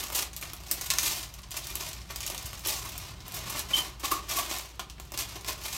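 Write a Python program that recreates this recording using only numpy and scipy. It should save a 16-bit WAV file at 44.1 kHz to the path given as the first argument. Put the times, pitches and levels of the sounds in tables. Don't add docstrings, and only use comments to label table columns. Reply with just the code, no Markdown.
import sys
import numpy as np
from scipy import signal
from scipy.fft import rfft, irfft, next_fast_len
from scipy.io import wavfile
from scipy.ndimage import uniform_filter1d

SR = 44100
rng = np.random.default_rng(int(sys.argv[2]) if len(sys.argv) > 2 else 0)


def elevation(decibels):
    levels = np.asarray(decibels, float)
    return 10 ** (levels / 20)


def log_audio(samples):
    frames = np.atleast_2d(samples).T
    limited = np.clip(frames, -1, 1)
    pcm = np.round(limited * 32767).astype(np.int16)
    wavfile.write(sys.argv[1], SR, pcm)


N = 254440

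# (frequency [Hz], density [dB per Hz])
RUMBLE_SPECTRUM = [(20, -42), (33, -13), (45, -1), (70, -3), (130, -5), (200, -12.5), (240, -24.5),
                   (500, -44)]
# (frequency [Hz], density [dB per Hz])
HOUSE_SPECTRUM = [(150, -20), (300, 1), (480, -6.5), (1100, -3.5), (1600, -9.5), (4000, -8.5), (16000, -36)]
# (time [s], level [dB])
SIMMER_LEVEL = [(0.0, -56), (0.28, -56.5), (0.66, -56), (0.75, -44.5), (1.26, -45), (1.33, -79),
                (1.48, -63), (1.7, -43.5), (2.05, -62.5), (2.11, -46), (2.64, -47.5), (2.8, -46),
                (3.1, -47.5), (3.18, -58), (3.37, -45), (3.6, -51), (3.68, -68), (5.77, -69)]
# (top time [s], level [dB], 20 dB rise [s], 20 dB fall [s])
BOIL_SURGES = [(0.0, -37, .05, .19), (0.18, -25.5, .057, 0.046), (0.223, -32.5, -0.03, 0.0646),
               (0.37, -50, -0.6, 0.1), (0.42, -39.5, -0.07, 0.18), (0.72, -43, 0.12, 0.04),
               (0.911, -38, 0.04, 0.05), (1.01, -32, .07, 0.26), (1.08, -31.5, 0.16, 0.17),
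               (1.51, -41, -0.27, -0.03), (1.57, -38.5, 0.03, 0.07), (1.67, -41, 0.07, -0.14),
               (1.83, -37.5, 0.13, 0.22), (2.682, -31.5, 0.05, 0.194), (3.5, -42, 0.21, 0.33),
               (3.6, -35, .15, 0.03), (3.78, -31, 0.1158, 0.124), (4.051, -29.5, 0.0235, 0.05),
               (4.13, -34.5, 0.08, .11), (4.288, -35, -0.05, 0.33), (4.39, -36.5, 0.15, 0.11),
               (4.55, -36, 0.24, 0.16), (4.9, -47.5, -0.35, 0.05), (5.0, -56, -1.2, 0.5),
               (5.208, -33, 0.05, 0.06), (5.288, -38.5, 0.01, 0.1), (5.37, -49, -0.4, .14),
               (5.489, -30.5, 0.0353, 0.07), (5.67, -39.5, .12, .3), (5.77, -36.5, 0.22, .1)]
# (time [s], low part [dB])
BOIL_WETNESS = [(0.0, 0.5), (0.75, -0.5), (0.95, -2.5), (1.5, -6), (1.75, 2), (2.11, -2.5), (2.3, 3),
                (2.65, -3), (3.2, 3), (3.55, 4), (3.8, 1.5), (4.1, 1), (4.3, 3), (4.45, 3), (4.6, 2),
                (4.9, -11.5), (5.3, 1), (5.77, -1.5)]
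# (time [s], peak [dB], low part [dB], top part [dB])
DRY_CRACKS = [(.0384, -32, -2, 6.5), (.1016, -38, 3, 6), (.4998, -38, -5, -0.5), (.5337, -38, 1, 10.5),
              (.636, -35.5, -13, -5), (.9366, -17.5, -10.5, -10), (.985, -10.5, -32, -6),
              (1.0316, -20.5, -12, 0), (1.6702, -26.5, -18, -2), (1.7549, -25, -14, 4.5),
              (1.8089, -27, -8.5, -8), (1.9314, -27.5, -31.5, -5.5), (2.1078, -31, -5, -2),
              (2.1599, -26.5, -11, 2), (2.2767, -23, -21, -5), (2.347, -29.5, -5, -1),
              (2.3788, -25.5, -33.5, -5), (2.427, -41, -16, 8), (2.5313, -36.5, 3, 1),
              (2.6605, -24, -4, -3), (2.979, -34, -9, 8), (3.2808, -41.5, -1, 11.5), (3.5933, -32, -15, 10),
              (3.773, -22, -13, -15), (4.9818, -48, 4, -17), (4.9991, -36.5, -2, 3.5),
              (5.1203, -39.5, 3, 9), (5.1755, -28, -5, 3.5), (5.4463, -28.5, -6, -13)]
# (time [s], peak [dB], low part [dB], top part [dB])
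FAT_SPITS = [(.084, -40, 0, 6), (.3319, -33, -18, -8), (.3645, -31, -23.5, 5), (.4126, -33.5, -9, 4),
             (.426, -32, 0, -2), (.603, -42, -2, 0), (.713, -24.5, -6.5, 12), (.8119, -26.5, -10, 2),
             (.903, -12, -30, -6.5), (1.34, -35.5, -14, -1.5), (1.487, -48, -7, -10),
             (1.5078, -39.5, -15, 7.5), (1.5158, -25.5, -15, -8), (1.5424, -30, -7, -8),
             (2.0168, -37, -23, -18), (2.092, -44, -8, -12), (2.2056, -25, -27, -5),
             (2.2645, -27.5, -13, 5), (2.3004, -28.5, -3, 3), (2.672, -29.5, -14, 11.5),
             (2.9542, -39.5, -1, -14), (3.2047, -37.5, -9, -16), (3.2663, -43, -1, 2),
             (4.3873, -21.5, -6, 2), (4.5125, -22.5, -7.5, -12.5), (4.7946, -23.5, -5.5, -10),
             (4.899, -33.5, -18, -9), (5.1894, -21.5, -17, -3), (5.4106, -37.5, -12, -5),
             (5.6362, -34.5, -15.5, -2)]
# (time [s], peak [dB], low part [dB], top part [dB])
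STEAM_PUFFS = [(.122, -38, 2, 8), (.1483, -25, -11, 4), (.6636, -40, -13, -7), (.859, -35.5, -8, 5),
               (.908, -19.5, -20.5, -20), (1.3841, -42, -7, -6), (1.4312, -38, -15, -22),
               (1.5671, -27.5, -11.5, -0.5), (1.634, -35.5, -20, -23), (2.099, -39.5, 3.5, -5.5),
               (2.2283, -27.5, -28, -20), (2.4558, -37, -23.5, 5), (2.6488, -28, -13, -8),
               (2.8488, -40.5, 2, 5.5), (2.8875, -41.5, -1.5, 7), (3.3407, -37, -7, 7.5),
               (3.3637, -36.5, -3, 4), (3.497, -35.5, -6, 7.5), (3.5473, -36.5, 2, -19),
               (3.6882, -51, -8, 3), (3.706, -34.5, 1, -3), (3.996, -39.5, -5.5, 0),
               (4.0339, -40.5, 9.5, -10), (4.1135, -29.5, 3.5, 8), (4.3654, -29, -8, 6.5),
               (5.1382, -35, -1, -2), (5.356, -35, -2.5, -6), (5.4824, -32.5, 0.5, -2),
               (5.6544, -32.5, -4.5, 0), (5.726, -28.5, -20, -5.5)]
# (time [s], peak [dB])
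DROPLET_TICKS = [(0.069, -29), (0.2237, -16), (0.5653, -35), (0.684, -32), (0.8445, -26), (1.0598, -24),
                 (1.2291, -27), (1.2894, -43), (1.418, -38), (1.644, -26), (1.703, -26), (1.889, -23),
                 (2.594, -28), (2.6094, -41), (2.7935, -26), (2.9198, -29.5), (3.0144, -37), (3.3209, -26),
                 (3.39, -27.5), (4.2935, -22), (4.337, -20.5), (4.4487, -27), (4.5851, -19), (4.6594, -42),
                 (4.6927, -40), (4.756, -43), (5.052, -39), (5.5294, -29), (5.5794, -38.5), (5.6138, -34)]
# (time [s], length [s], start [Hz], rise [Hz], level
# [dB])
SQUEAKS_AND_RINGS = [(3.7345, .015, 3030, 70, -19), (3.733, .012, 3260, -60, -33),
                     (3.754, .012, 3050, 70, -26), (3.772, .008, 3120, -20, -27),
                     (3.782, .019, 3100, 10, -27), (3.803, .010, 3090, -20, -31),
                     (3.814, .010, 3050, -20, -34), (4.114, .019, 1085, 10, -26),
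                     (4.114, .021, 1200, 20, -27), (4.140, .006, 1200, 10, -30), (4.149, .008, 1150, 10, -32),
                     (4.372, .022, 1110, 10, -31), (4.394, .014, 1110, 10, -31), (4.036, .018, 1080, 10, -34),
                     (4.162, .016, 1130, -10, -35), (4.186, .02, 1110, -10, -38),
                     (3.706, .016, 2350, 150, -40), (2.85, .025, 1090, 10, -40)]
# (frequency [Hz], density [dB per Hz])
BURST_SPECTRUM = [(120, -23), (200, -12), (381, -4.5), (483, -10), (724, -0.5), (871, -5), (1070, -0.5),
                  (1570, -6.5), (2310, -2), (5790, 0), (9000, -3.5), (10400, -5.5), (12000, -0.5),
                  (15700, -6), (16900, -37), (17200, -37)]
# (frequency [Hz], width [Hz], level [dB])
LID_MODES = [(375, 265, -4), (756, 37, -11), (1032, 98, -3.5), (1155, 73, -16), (2490, 30, -35)]
# (frequency [Hz], t60 [s])
KITCHEN_T60 = [(300, 0.44), (1500, 0.26), (6000, 0.18), (15000, 0.15)]

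HUM_HZ, HUM_DB, HOUSE_DB = 58.1, -50.5, -58
RUMBLE_DB, RUMBLE_SWELL_DB, SWELLS_PER_S = -49.5, 1.26, 1.5
LULL_S, LULL_LENGTH_S, LULL_DB = 4.67, 0.17, -7.5
SPLIT_HZ = (2000, 8000)
MEAN_BOIL_DB, LOW_PER_DB, TOP_PER_DB, TOP_DB, TOP_PER_WET = -39.5, -0.14, 0.48, -2.5, -0.02
# (level against the crack [dB], t60 [s])
CRACK_STEAM, SPIT_STEAM, PUFF_STEAM, TICK_STEAM = (-8, 0.06), (-6, 0.073), (2.3, 0.067), (-4.5, 0.037)
TICK_GAIN_DB, TICK_LOW_DB, TICK_TOP_DB = -10, -15.5, 3.5
PUFF_CRACK_DB = -5
ECHO_S, ECHO_DB, ECHO_CUT_HZ, TAIL_DB = 0.0032, -2, 6800, -5.5
SPOTS, SPOT_S = 8, 0.03
ATTACK_TOP_HZ, ATTACK_DB = 15850, 15


def rms_one(x):
    return x / np.sqrt(np.mean(x ** 2) + 1e-20)


def at_hz(points, hz):
    points_hz, values = np.transpose(points)
    return np.interp(np.log(hz + 1), np.log(points_hz), values)


def drift(rate_hz):
    r = np.exp(-2 * np.pi * rate_hz / SR)
    noise = rng.standard_normal(N + SR)
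    return rms_one(signal.lfilter([1], [1, -2 * r, r * r], noise)[SR:])


def coloured(x, spectrum):
    size = next_fast_len(N + SR)
    gain = elevation(at_hz(spectrum, np.fft.rfftfreq(size, 1 / SR)))
    cepstrum = irfft(np.log(gain), size)
    cepstrum[1:size // 2] *= 2
    cepstrum[size // 2 + 1:] = 0
    return irfft(rfft(x, size) * np.exp(rfft(cepstrum)), size)[:N]


def join_parts(low, mid, top):
    bands = [(low, SPLIT_HZ[0], "low"), (-mid, SPLIT_HZ, "band"), (top, SPLIT_HZ[1], "high")]
    out = 0
    for part, edge_hz, kind in bands:
        out = out + signal.sosfilt(signal.butter(2, edge_hz, kind, fs=SR, output="sos"), part)
    return out


def background():
    t = np.arange(N) / SR
    hum = np.sqrt(2) * np.sin(2 * np.pi * HUM_HZ * t + 0.04 * drift(1.0))
    lull_db = LULL_DB * np.exp(-((t - LULL_S) / LULL_LENGTH_S) ** 2)
    rumble_db = RUMBLE_DB + RUMBLE_SWELL_DB * drift(SWELLS_PER_S) + lull_db
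    rumble = rms_one(coloured(rng.standard_normal(N), RUMBLE_SPECTRUM))
    house = rms_one(coloured(rng.standard_normal(N), HOUSE_SPECTRUM))
    return elevation(HUM_DB) * hum + elevation(rumble_db) * rumble + elevation(HOUSE_DB) * house


def boil():
    t = np.arange(N) / SR
    power = elevation(2 * np.interp(t, *np.transpose(SIMMER_LEVEL)))
    for top_s, top_db, rise_s, fall_s in BOIL_SURGES:
        before = (top_s - t) / max(rise_s, 0.005)
        after = (t - top_s) / max(fall_s, 0.005)
        power += elevation(2 * (top_db - 20 * np.where(t < top_s, before, after)))
    return 10 * np.log10(power), np.interp(t, *np.transpose(BOIL_WETNESS))


def sizzle(per_s, spread_db, clump_db, hiss_db):
    level_db, wet_db = boil()
    level_db = uniform_filter1d(level_db, size=900)
    fierce_db = level_db - MEAN_BOIL_DB
    low_db = wet_db + LOW_PER_DB * fierce_db
    top_db = TOP_DB + TOP_PER_WET * wet_db + TOP_PER_DB * fierce_db
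    sizes = elevation(spread_db * np.minimum(rng.exponential(1, N), 2.6)) * rng.choice([-1, 1], N)
    bursts = rms_one(sizes * (rng.random(N) < per_s / SR))
    grains = bursts + elevation(hiss_db) * rng.standard_normal(N)
    grains = grains * elevation(level_db + clump_db * np.tanh(drift(71)))
    return join_parts(grains * elevation(low_db), grains, grains * elevation(top_db))


def pops(crack_s, puff_rise_s):
    t = np.arange(SR // 5) / SR
    parts = np.zeros((3, N + len(t)))
    crack = 0.75 * np.exp(-(t / crack_s) ** 2)
    ticks = [(s, db + TICK_GAIN_DB, TICK_LOW_DB, TICK_TOP_DB) for s, db in DROPLET_TICKS]
    kinds = [(DRY_CRACKS, CRACK_STEAM, 0), (FAT_SPITS, SPIT_STEAM, 0),
             (STEAM_PUFFS, PUFF_STEAM, PUFF_CRACK_DB), (ticks, TICK_STEAM, 0)]
    for bursts, (steam_db, steam_t60_s), crack_db in kinds:
        puff = elevation(steam_db - 7 - 60 * t / steam_t60_s) * (1 - np.exp(-t / puff_rise_s))
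        for s, peak_db, low_db, top_db in bursts:
            sharp, soft = rng.standard_normal((2, len(t)))
            burst = np.tanh(sharp) * crack * elevation(crack_db) + soft * puff
            tilt_db = np.array([[low_db + 10], [0], [top_db + 3]])
            at = round(s * SR)
            parts[:, at:at + len(t)] += burst * elevation(peak_db + tilt_db)
    return join_parts(*parts[:, :N])


def squeaks():
    out = np.zeros(N)
    for s, length_s, start_hz, rise_hz, level_db in SQUEAKS_AND_RINGS:
        share = np.linspace(0, 1, round(length_s * SR))
        phase = 2 * np.pi * np.cumsum(start_hz + rise_hz * share) / SR
        at = round(s * SR)
        out[at:at + len(share)] += elevation(level_db) * np.sin(np.pi * share) ** 0.37 * np.sin(phase)
    return out


def resonance(x, hz, width_hz):
    r = np.exp(-np.pi * width_hz / SR)
    zeros = np.array([1, 0, -1]) * (1 - r * r) / 2
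    return signal.lfilter(zeros, [1, -2 * r * np.cos(2 * np.pi * hz / SR), r * r], x)


def under_lid(x):
    x = coloured(x, BURST_SPECTRUM)
    return x + sum(elevation(db) * resonance(x, hz, width_hz) for hz, width_hz, db in LID_MODES)


def tail():
    t = np.arange(SR // 3) / SR
    edges_hz = 150 * 2 ** np.arange(0, 7.1, 0.5)
    out = np.zeros(len(t))
    for low_hz, high_hz in zip(edges_hz, edges_hz[1:]):
        sos = signal.butter(2, [low_hz, high_hz], "band", fs=SR, output="sos")
        band = signal.sosfilt(sos, rng.standard_normal(len(t)))
        out += band * elevation(-60 * t / at_hz(KITCHEN_T60, np.sqrt(low_hz * high_hz)))
    out *= 1 - np.exp(-t / 0.0089)
    return out / np.linalg.norm(out)


def kitchen(x):
    steps = np.arange(N) / (SPOT_S * SR)
    spot = rng.integers(0, SPOTS, int(steps[-1]) + 2)
    lags_s = ECHO_S * rng.uniform(0.85, 1.2, SPOTS)
    dull = signal.butter(1, ECHO_CUT_HZ, fs=SR, output="sos")
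    out = x.copy()
    for k, lag_s in enumerate(lags_s):
        here = x * np.interp(steps, np.arange(len(spot)), spot == k)
        echo = signal.sosfilt(dull, np.pad(here, (round(lag_s * SR), 0))[:N])
        out += elevation(ECHO_DB) * echo
        out += elevation(TAIL_DB) * signal.fftconvolve(here, tail())[:N]
    return out


def scene():
    room_noise = background()
    frying = sizzle(per_s=5000, spread_db=3.5, clump_db=4.0, hiss_db=-4.5)
    frying = frying + elevation(7.5) * pops(crack_s=0.0012, puff_rise_s=0.003)
    squeak = squeaks()
    return (kitchen(under_lid(frying) + 0.49 * squeak) + 0.69 * squeak + room_noise)[None]


def top_cut(x):
    return signal.sosfilt(signal.butter(12, 17010, fs=SR, output="sos"), x)


def record(dry):
    top = irfft(rfft(dry) * (np.fft.rfftfreq(N, 1 / SR) > ATTACK_TOP_HZ), N)
    power = np.diff(dry, prepend=0) ** 2
    before = np.roll(uniform_filter1d(power, size=600), shift=360)
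    attack = uniform_filter1d(power, size=100) > elevation(ATTACK_DB) ** 2 * before
    gate = np.minimum(1, 200 * uniform_filter1d(attack * 1.0, size=300))
    gate = uniform_filter1d(gate, size=100)
    return top_cut(dry - top * (1 - gate))


dry = scene()
out = record(dry)
log_audio(out)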